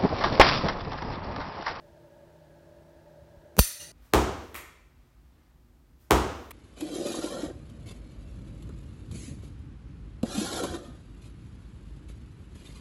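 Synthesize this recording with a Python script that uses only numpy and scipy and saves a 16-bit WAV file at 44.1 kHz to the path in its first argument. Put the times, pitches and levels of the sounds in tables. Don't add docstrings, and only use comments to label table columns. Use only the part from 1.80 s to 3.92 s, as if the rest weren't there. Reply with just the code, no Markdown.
import sys
import numpy as np
from scipy import signal
from scipy.fft import rfft, irfft
from scipy.io import wavfile
from scipy.ndimage import uniform_filter1d, minimum_filter1d

SR = 44100
rng = np.random.default_rng(int(sys.argv[2]) if len(sys.argv) > 2 else 0)


def wav_out(sig):
    wavfile.write(sys.argv[1], SR, np.round(np.clip(np.atleast_2d(sig).T, -1, 1) * 32767).astype(np.int16))


N = 93403
BLOW_S = 1.7908


def amp(db):
    return 10 ** (np.asarray(db) / 20)


def unit(x):
    return x / np.sqrt(np.mean(x ** 2) + 1e-20)


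def read(points, hz):
    row_hz, value = np.transpose(points)
    return np.interp(np.log(hz + 1), np.log(row_hz + 1), value)


def colour(x, points):
    log_gain = np.log(amp(read(points, abs(np.fft.fftfreq(4096, 1 / SR)))))
    response = np.exp(np.conj(signal.hilbert(log_gain)))
    taps = np.fft.ifft(response).real
    return signal.fftconvolve(x, taps[:len(taps) // 2])[:N]


def since(s):
    return np.arange(N) / SR - s


def fade(s, db, fade_s):
    t = since(s)
    return (t >= 0) * amp(db) * np.exp(-np.log(1000) * np.clip(t / fade_s, 0, 10))


def ring(s, hz, db, fade_s):
    return fade(s, db, fade_s) * np.sin(2 * np.pi * hz * since(s))


def narrow_noise(hz, width):
    offset = (np.fft.rfftfreq(N, 1 / SR) - hz) / width
    return unit(irfft(rfft(rng.standard_normal(N)) / (1 + offset ** 2), N))


# (frequency [Hz], relative level [dB])
AIR_COLOUR = [(20, -19), (35, -4.5), (55, -9), (70, 2), (110, -7.5), (220, -12), (420, -10.5), (480, -14.5),
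              (620, -3.5), (750, -19), (890, -11.5), (1100, -26), (1650, -22), (2200, -30.5), (4200, -33),
              (7000, -38), (11000, -41.5), (16000, -40.5)]
# (frequency [Hz], width [Hz], level [dB])
AIR_RINGS = [(584.6, 24.4, -60.5), (1649.6, 32.8, -78.5)]
# (frequency [Hz], level [dB])
MOTOR_TONES = [(118.4, -73), (156.5, -64), (338.5, -66)]
def fan():
    waver_hz, waver_rad, waver_db = 4.04, 0.825, 2
    hz = np.fft.rfftfreq(N, 1 / SR)
    air = irfft(rfft(rng.standard_normal(N)) * amp(read(AIR_COLOUR, hz)), N)
    out = amp(-57) * unit(air)
    for centre, width, db in AIR_RINGS:
        out += amp(db) * narrow_noise(centre, width)
    for centre, db in MOTOR_TONES:
        tone = np.sin(2 * np.pi * centre * since(0) + waver_rad * narrow_noise(0, waver_hz))
        out += amp(db + waver_db * narrow_noise(0, waver_hz)) * unit(tone)
    return out


# (frequency [Hz], relative level [dB], fade time [s])
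ROOM_ECHO = [(55, -37, 0.24), (150, -39, .22), (548, -24.5, 0.355), (1128, -16, 0.519), (1610, -8.5, 0.666),
             (2042, 0.5, 0.696), (2730, -7, 0.562), (4014, -2, 0.686), (5010, -0.5, 0.574),
             (6300, 3, 0.649), (8400, 3, 0.521), (9380, 2, 0.557), (10600, 1, 0.461), (12530, -1, 0.429),
             (15900, -1, 0.407)]
def room(x):
    table = np.array(ROOM_ECHO)
    hz, t, bands = signal.stft(rng.standard_normal(SR), SR, nperseg=256)
    fade_s = read(table[:, ::2], hz)[:, None]
    tail = signal.istft(bands * np.exp(-np.log(1000) * t / fade_s), SR, nperseg=256)[1]
    tail *= np.arange(len(tail)) / SR > 0.0046
    echo = signal.fftconvolve(x, tail / np.linalg.norm(tail))[:N]
    return amp(-4) * colour(echo, table[:, :2])


# (time [s], frequency [Hz], level [dB], fade time [s])
HAND_BUMP = (1.57, 52.5, -34, 0.0344)
def settle():
    return ring(*HAND_BUMP)


# (time [s], frequency [Hz], level [dB], fade time [s])
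TAP_TONE = (2, 2851.5, -42, 0.17)
def finger_tap():
    tick = fade(TAP_TONE[0], db=-48, fade_s=0.0088) * rng.standard_normal(N)
    return tick + ring(*TAP_TONE)


# (frequency [Hz], relative level [dB])
LOW_SWELL_COLOUR = [(30, -14.5), (110, -4), (180, 4), (320, -16), (430, -3), (800, -28.5), (2500, -60.5)]
def low_swell():
    rise_s, fall_s = 0.00496, 0.00076
    t = since(BLOW_S)
    swell = np.exp(-abs(t) / np.where(t < 0, rise_s, fall_s))
    return amp(-11) * swell * unit(colour(rng.standard_normal(N), LOW_SWELL_COLOUR))


# (frequency [Hz], relative level [dB], fade time [s])
SPRING_TONES = [(2097, -12.5, 0.47), (3575, -7, 0.484), (4716, -4.5, 0.265), (5961, -0.5, 0.366),
                (5993, -3.5, 0.605), (7483, -6, 0.375), (8605, -2, 0.226), (9177, 2.5, 0.383),
                (9370, 3, 0.448), (9406, -0.5, 0.43), (9523, 3, 0.32), (11181, -1, 0.267), (11214, -4, .3),
                (12807, 0, 0.41)]
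def spring():
    return amp(-30) * sum(ring(BLOW_S + rng.random() / 1000, *tone) for tone in SPRING_TONES)


# (frequency [Hz], level [dB], fade time [s])
THUMP_TONES = [(59.4, 6, 0.0503), (175.1, 0.5, 0.027), (267, -11.5, 0.0295), (405.6, -5.5, 0.0273),
               (898, -8.5, 0.0047)]
def thump():
    return sum((-1) ** k * ring(BLOW_S, *tone) for k, tone in enumerate(THUMP_TONES))


# (time [s], relative level [dB], contact length [s], knock level [dB])
STEEL_HITS = [(1.7675, -29, 0.000604, -24), (1.7715, -40.5, 0.00074, -45), (1.7794, -34.5, 0.00083, -28),
              (1.784, -25.5, 0.00073, -28.5), (1.7860, -20, 0.0021, -25.5), (1.7904, -4.5, 0.00036, -28.5),
              (1.7910, 2.5, 0.000809, 8.5), (1.793, -2.5, 0.00129, -31), (1.7954, 0, 0.001328, -28)]
# (frequency [Hz], relative level [dB])
CRACK_COLOUR = [(200, -22), (700, -1), (1500, 0.5), (2050, -3.5), (2700, 6.5), (4000, 0), (5200, 0),
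                (8000, -3), (9500, 3), (10400, -2.5), (12700, 3.5), (14500, -4), (16000, 0)]
# (frequency [Hz], relative level [dB], fade time [s])
STEEL_TONES = [(2060, -17.5, 0.047), (3556, -12.5, 0.0366), (4433, -7, 0.0417), (4552.5, -3, 0.0467),
               (6004, -6.5, 0.0316), (7490, -11, 0.0514), (9185, -6, 0.037), (9380, -3.5, 0.0285),
               (9549, -0.5, 0.0426), (11220, -11, 0.041), (12622, -10, .035), (12807, -2.5, 0.038),
               (13363, -2, .04)]
def firing_parts():
    knock_s = 0.000297
    hardness = 1.57
    cracks, knocks, rings = np.zeros((3, N))
    for s, db, contact_s, knock_db in STEEL_HITS:
        t = since(s)
        grit = rng.choice([-1., 1.], N)
        cracks += amp(db) * grit * (t >= 0) * np.exp(-abs(t) / contact_s)
        age = np.maximum(t, 0) / knock_s
        knocks += amp(knock_db) * age * (2 - age) * np.exp(-age)
    for hz, tone_db, fade_s in STEEL_TONES:
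        energy = sum(fade(s, hardness * db + tone_db, fade_s) ** 2 for s, db, *_ in STEEL_HITS)
        rings += np.sqrt(energy) * np.sin(2 * np.pi * (hz * since(0) + rng.random()))
    return knocks + amp(-2.5) * colour(cracks, CRACK_COLOUR) + amp(-18) * rings


def scene():
    close = firing_parts() + low_swell() + thump() + settle() + finger_tap()
    return (close + room(close) + spring() + fan())[None]


def record(dry):
    low_cut_hz, high_cut_hz = 38.43, 15850
    limit_db, ratio, hold_s, recover_db_per_s = -12, 4.17, 0.1912, 249.5
    x = signal.sosfilt(signal.butter(4, low_cut_hz, "high", fs=SR, output="sos"), dry[0])
    level_db = 10 * np.log10(abs(uniform_filter1d(x ** 2, size=256)) + 1e-12)
    cut_db = np.maximum(level_db - limit_db, 0) * (1 - 1 / ratio)
    half_hold = int(hold_s * SR / 2)
    held_db = -minimum_filter1d(-cut_db, 2 * half_hold + 1, origin=half_hold, mode="constant")
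    ramp_db = since(0) * recover_db_per_s
    dip_db = np.maximum.accumulate(held_db + ramp_db) - ramp_db
    x = x * amp(-uniform_filter1d(dip_db, size=64))
    x = x / (1 + x ** 6) ** (1 / 6)
    low_pass = signal.firwin(511, high_cut_hz, window=("kaiser", 9), fs=SR)
    return signal.oaconvolve(x, low_pass, "same")[None]


dry = scene()
out = record(dry)
wav_out(out)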